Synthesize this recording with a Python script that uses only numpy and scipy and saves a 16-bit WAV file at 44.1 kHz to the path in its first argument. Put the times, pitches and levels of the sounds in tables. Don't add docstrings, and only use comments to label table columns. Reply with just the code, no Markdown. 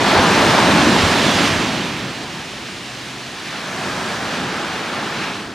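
import sys
import numpy as np
from scipy import signal
from scipy.fft import rfft, irfft, next_fast_len
from scipy.io import wavfile
from scipy.ndimage import uniform_filter1d, minimum_filter1d, map_coordinates

SR = 44100
rng = np.random.default_rng(int(sys.argv[2]) if len(sys.argv) > 2 else 0)


def bounce(signal):
    frames = np.transpose(np.atleast_2d(signal))
    limited = np.clip(frames, -1, 1)
    pcm = np.round(limited * 32767).astype(np.int16)
    wavfile.write(sys.argv[1], SR, pcm)


N = 244314

# [fully breaking t/s, spent t/s, rise dB/s, fall dB/s, then level/dB of thud, rumble, roar, hiss, fizz]
WAVE_LEVELS = [(0.107, 1.444, 28, 22.5, -34.5, -19, -15, -20, -30),
               (3.84, 5.25, 26, 45, -51, -32, -26.5, -32, -44.5)]
SETTLING_PACE = (0.8, 1, .98, 0.97, 1.2)


def breakers(lag_s=0):
    t = np.arange(N) / SR - lag_s
    waves_db = []
    for full_s, spent_s, rise, fall, *held_db in WAVE_LEVELS:
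        building_db = rise * np.maximum(full_s - t, 0)
        dying_db = fall * np.outer(SETTLING_PACE, np.maximum(t - spent_s, 0))
        waves_db.append(np.array(held_db)[:, None] - building_db - dying_db)
    big_db, small_db = waves_db
    return together(big_db, small_db)


# [t/s, share 0-1]
RIGHTWARD_SHARE = [(0, 0), (.7, 0.05), (1.0, 0.68), (1.45, 0.96), (1.9, 0.82), (2.5, 0.28), (3.3, 0.18),
                   (3.8, 0.08), (5.5, 0.01)]
# [t/s, bell width/s, roar swell level/dB, hiss swell level/dB, fizz swell level/dB]
SPLASH_SWELLS = [(.18, 0.017, 1.4, 1.5, -1), (.52, .12, .7, 0.6, .9), (1.468, .015, -2, 2.2, 2.5),
                 (3.478, 0.012, -0.5, 3, 1), (3.565, 0.041, 2, 3, 0), (3.96, 0.31, 0.3, 0.1, 2.6),
                 (4.355, 0.022, 2.2, 1, 1), (5.245, 0.055, -0.5, 3, 0.5)]
SOAK_S, SOAK_DB_PER_S = 5.37, 33
PLUNGE_ROAR_DB = -5


def white_water(wash_roar_db, wash_hiss_db, wash_fizz_db):
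    rightward, = curves(RIGHTWARD_SHARE)
    _, _, roar_db, hiss_db, fizz_db = breakers()
    splash_roar_db, splash_hiss_db, splash_fizz_db = swells(SPLASH_SWELLS)
    soaked_db = SOAK_DB_PER_S * np.maximum(np.arange(N) / SR - SOAK_S, 0)
    roar_db = together(roar_db + PLUNGE_ROAR_DB * rightward, wash_roar_db) + splash_roar_db
    hiss_db = together(hiss_db, wash_hiss_db - soaked_db) + splash_hiss_db
    fizz_db = together(fizz_db, wash_fizz_db - soaked_db) + splash_fizz_db
    return crest(roar_db, rightward) + spray(hiss_db, fizz_db, rightward)


# [f/Hz, level/dB per Hz]
BIG_CREST_COLOUR = [(210, -41), (350, -1), (475, -6.5), (610, -4), (802, -3.5), (884, -2.5), (1460, -8),
                    (1620, -6), (2400, -10), (3120, -41), (5280, -120)]
# [f/Hz, level/dB per Hz]
SMALL_CREST_COLOUR = [(210, -24), (350, 4), (499, 2.5), (752, 5), (950, 4), (1300, 4.5), (1720, 2.5),
                      (1990, -3.5), (2400, -4), (3120, -38), (5280, -120)]
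# [f/Hz, level/dB per Hz]
PLUNGE_COLOUR = [(150, -31), (250, 16), (324, -13.5), (507, -7), (768, -8), (1480, -9), (1760, -8.5),
                 (1950, -10.5), (2800, -11.5), (3510, -12.5), (6310, -22), (13500, -41), (15500, -46)]
# [f/Hz, likeness -1 to 1, left lead/rad, left-right level/dB]
AHEAD_AT_PORTS = [(100, .999, .05, 0), (300, .991, .14, -.3), (580, .975, .34, -.9), (850, .958, .25, -.4),
                  (1700, .94, .19, -.4), (2700, .83, .25, -1), (4500, .87, .1, -.2), (8000, .74, .12, -.7),
                  (11000, .44, .3, -.9), (13000, -.28, 0, -.7), (15500, -.36, 0, -.3)]
# [f/Hz, likeness, left lead/rad, left-right level/dB]
RIGHT_AT_PORTS = [(100, .999, .05, 0), (300, .992, .14, -.7), (560, .98, .33, -2.2), (850, .962, .22, -1.8),
                  (1800, .97, 0, -2.6), (3000, .98, -.02, -4.2), (4500, .96, -.03, -2.3),
                  (8000, .85, -.25, -2.4), (12000, .52, -1, -.5), (15500, .45, -2.6, -.4)]


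def crest(roar_db, rightward, change_s=1.88):
    big = heard(churn(patchy_db=.5), BIG_CREST_COLOUR, 370, 1810, AHEAD_AT_PORTS)
    small = heard(churn(patchy_db=0.47), SMALL_CREST_COLOUR, 360, 2290, AHEAD_AT_PORTS)
    plunge = heard(churn(patchy_db=1.26), PLUNGE_COLOUR, 426, 1860, RIGHT_AT_PORTS)
    ahead = blend(big, small, np.arange(N) / SR - change_s)
    flutter_db = 0.075 * wobble(24.3)
    return amp(roar_db + flutter_db + 0.26) * blend(ahead, plunge, rightward)


def spray(hiss_db, fizz_db, rightward):
    hiss = amp(hiss_db + 0.23) * foam(1970, 5150, rightward, popping=0.071)
    fizz = amp(fizz_db + 2.0) * foam(5230, 19000, rightward, popping=0.23)
    flutter_db = 0.15 * wobble(16) + 0.19 * wobble(45)
    return (hiss + fizz) * amp(flutter_db)


# [f/Hz, level/dB per Hz]
SPRAY_COLOUR = [(650, -30), (1100, -23), (1450, -4.5), (1620, -1), (1830, -3.5), (1910, -6), (2580, -7.5),
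                (4110, -11), (5920, -17), (10100, -27.5), (15500, -39)]


def foam(low_hz, high_hz, rightward, popping):
    bursts = bubbles(per_second=3500, centre_hz=4990, cycles=1.4, spread_db=0.5)
    edge_bubbles = blend(churn(patchy_db=0.9), bursts, popping)
    edge = heard(edge_bubbles, SPRAY_COLOUR, low_hz, high_hz, AHEAD_AT_PORTS)
    plunge = heard(churn(patchy_db=0.97), PLUNGE_COLOUR, low_hz, high_hz, RIGHT_AT_PORTS)
    return blend(edge, plunge, rightward)


def bubbles(per_second, centre_hz, cycles, spread_db):
    count = int(per_second * N / SR)
    when, kind, size, bearing = rng.random((count, 4)).T
    hz = np.clip(centre_hz * (kind / (1 - kind + 1e-9)) ** 0.31, 500, 14000)[:, None]
    age = hz * np.arange(64) / SR
    strength = amp(-spread_db * np.log(1 - .995 * size))[:, None]
    pops = strength * np.sin(2 * np.pi * age) * np.exp(-age / cycles)
    at = (when * N).astype(int)[:, None] + np.arange(age.shape[1])
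    streams = []
    for way in (np.cos, np.sin):
        turned = pops * way(2 * np.pi * bearing)[:, None]
        streams.append(np.bincount(at.ravel(), turned.ravel(), N)[:N])
    return unit(np.array(streams))


# [t/s, bell width/s, thud swell level/dB, rumble swell level/dB]
THUMP_SWELLS = [(.19, 0.027, 12, -2), (.5, 0.022, 2, 3.5), (.895, 0.015, -2, 5.5), (1.04, 0.023, 12, -3),
                (2.04, 0.089, -2, 2.2), (3.93, 0.12, 4, 2.6), (4.22, 0.056, 11, 1), (4.45, 0.078, 7, 4)]
PLUNGE_S, PLUNGE_WIDTH_S, PLUNGE_THUD_DB, PLUNGE_RUMBLE_DB = 0.84, 0.2, 2.5, 2.5
CLOUD_LAG_S = 0.062


def deep_water(wash_db):
    thud_db, rumble_db = breakers(CLOUD_LAG_S)[:2]
    thump_thud_db, thump_rumble_db = swells(THUMP_SWELLS)
    plunge = bell(PLUNGE_S, PLUNGE_WIDTH_S)
    rumble_db = together(rumble_db, wash_db) + PLUNGE_RUMBLE_DB * plunge + thump_rumble_db
    thud_db = thud_db + PLUNGE_THUD_DB * plunge + thump_thud_db
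    return air_clouds(rumble_db, thud_db)


# [f/Hz, level/dB per Hz]
CLOUD_COLOUR = [(13, -56), (22, -32), (96, -7), (199, 1), (335, -2.5), (474, -7.5), (700, -12), (910, -36),
                (1540, -120)]


def air_clouds(rumble_db, thud_db):
    thud = heard(churn(patchy_db=1.0), CLOUD_COLOUR, 28, 100.0, AHEAD_AT_PORTS)
    rumble = heard(churn(patchy_db=-0.48), CLOUD_COLOUR, 91.0, 441, AHEAD_AT_PORTS)
    pulsing_db = .3 * wobble(5.7)
    return amp(thud_db + 0.1) * thud + amp(rumble_db + pulsing_db - 0.23) * rumble


HUM_HZ = 128


def hum(level_db=-43, centre_s=3.0, width_s=0.87):
    phase = 2 * np.pi * HUM_HZ * np.arange(N) / SR + 0.81 * wobble(5)
    wavering = amp(level_db + 2.3 * wobble(4.34))
    return wavering * bell(centre_s, width_s) * np.sin(phase)


# [f/Hz, level/dB per Hz]
SWELL_COLOUR = [(18, -20), (30, -17), (50, -5), (75, -6), (110, -4)]


def open_sea(level_db=-51):
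    return amp(level_db) * heard(churn(patchy_db=-2.0), SWELL_COLOUR, 18, 120, AHEAD_AT_PORTS)


def faint_hiss(level_db=-63):
    return amp(level_db) * rng.standard_normal((2, N))


def churn(patchy_db):
    z = signal.stft(rng.standard_normal((2, N)), nperseg=512)[2]
    field = rng.standard_normal(z.shape[1:])
    field = uniform_filter1d(field, size=6, axis=0)
    field = uniform_filter1d(field, size=16, axis=1)
    patchy = z * amp(patchy_db * unit(field))
    return unit(signal.istft(patchy, nperseg=512)[1][:, :N])


def heard(pair, colour, low_hz, high_hz, place):
    size = next_fast_len(N, real=True)
    hz = np.fft.rfftfreq(size, 1 / SR)
    alike, lead, balance_db = along(place, hz)
    mid, side = rfft(pair, size) * amp(along(colour, hz)[0]) * band(hz, low_hz, high_hz)
    apart = (1 - alike) / 2
    left = amp(balance_db / 2) * np.exp(.5j * lead)
    ports = np.array([blend(mid, side, apart) * left, blend(mid, -side, apart) / left])
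    return unit(irfft(ports, size)[:, :N])


def amp(db):
    return 10 ** (np.asarray(db) / 20)


def unit(x):
    return x / np.sqrt(np.mean(x ** 2) + 1e-20)


def along(points, hz):
    f, *cols = np.transpose(points)
    return [np.interp(np.log(hz + 1), np.log(f + 1), c) for c in cols]


def curves(rows):
    s, *cols = np.transpose(rows)
    return [np.interp(np.arange(N) / SR, s, c) for c in cols]


def wobble(rate):
    knots = rng.standard_normal(int(N * rate / SR) + 4)
    return map_coordinates(knots, [np.arange(N) * rate / SR])


def bell(centre_s, width_s):
    return np.exp(-((np.arange(N) / SR - centre_s) / width_s) ** 2 / 2)


def swells(rows):
    return sum(np.outer(dbs, bell(s, width)) for s, width, *dbs in rows)


def together(a_db, b_db):
    return 20 * np.log10(np.hypot(amp(a_db), amp(b_db)) + 1e-12)


def blend(a, b, share):
    share = np.clip(share, 0, 1)
    return np.sqrt(1 - share) * a + np.sqrt(share) * b


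def band(hz, low_hz, high_hz, order=10):
    return ((1 + (low_hz / (hz + 1)) ** order) * (1 + (hz / high_hz) ** order)) ** -.5


def filtered(x, response):
    size = next_fast_len(N + SR // 2)
    return irfft(rfft(x, size) * response(np.fft.rfftfreq(size, 1 / SR)), size)[..., :N]


# [rumble, roar, hiss, fizz level/dB]
WASH_LEVELS = (-37.5, -37, -34, -42)


def scene():
    wash_rumble_db, *wash_foam_db = WASH_LEVELS
    waves = white_water(*wash_foam_db) + deep_water(wash_rumble_db)
    return waves + hum() + open_sea() + faint_hiss()


TOP_HZ = 15720


def record(dry):
    needed = np.minimum(1, .88 / (np.abs(dry).max(axis=0) + 1e-9))
    gain = uniform_filter1d(minimum_filter1d(needed, size=200), size=200)
    return filtered(dry * gain, lambda hz: hz < TOP_HZ)


dry = scene()
out = record(dry)
bounce(out)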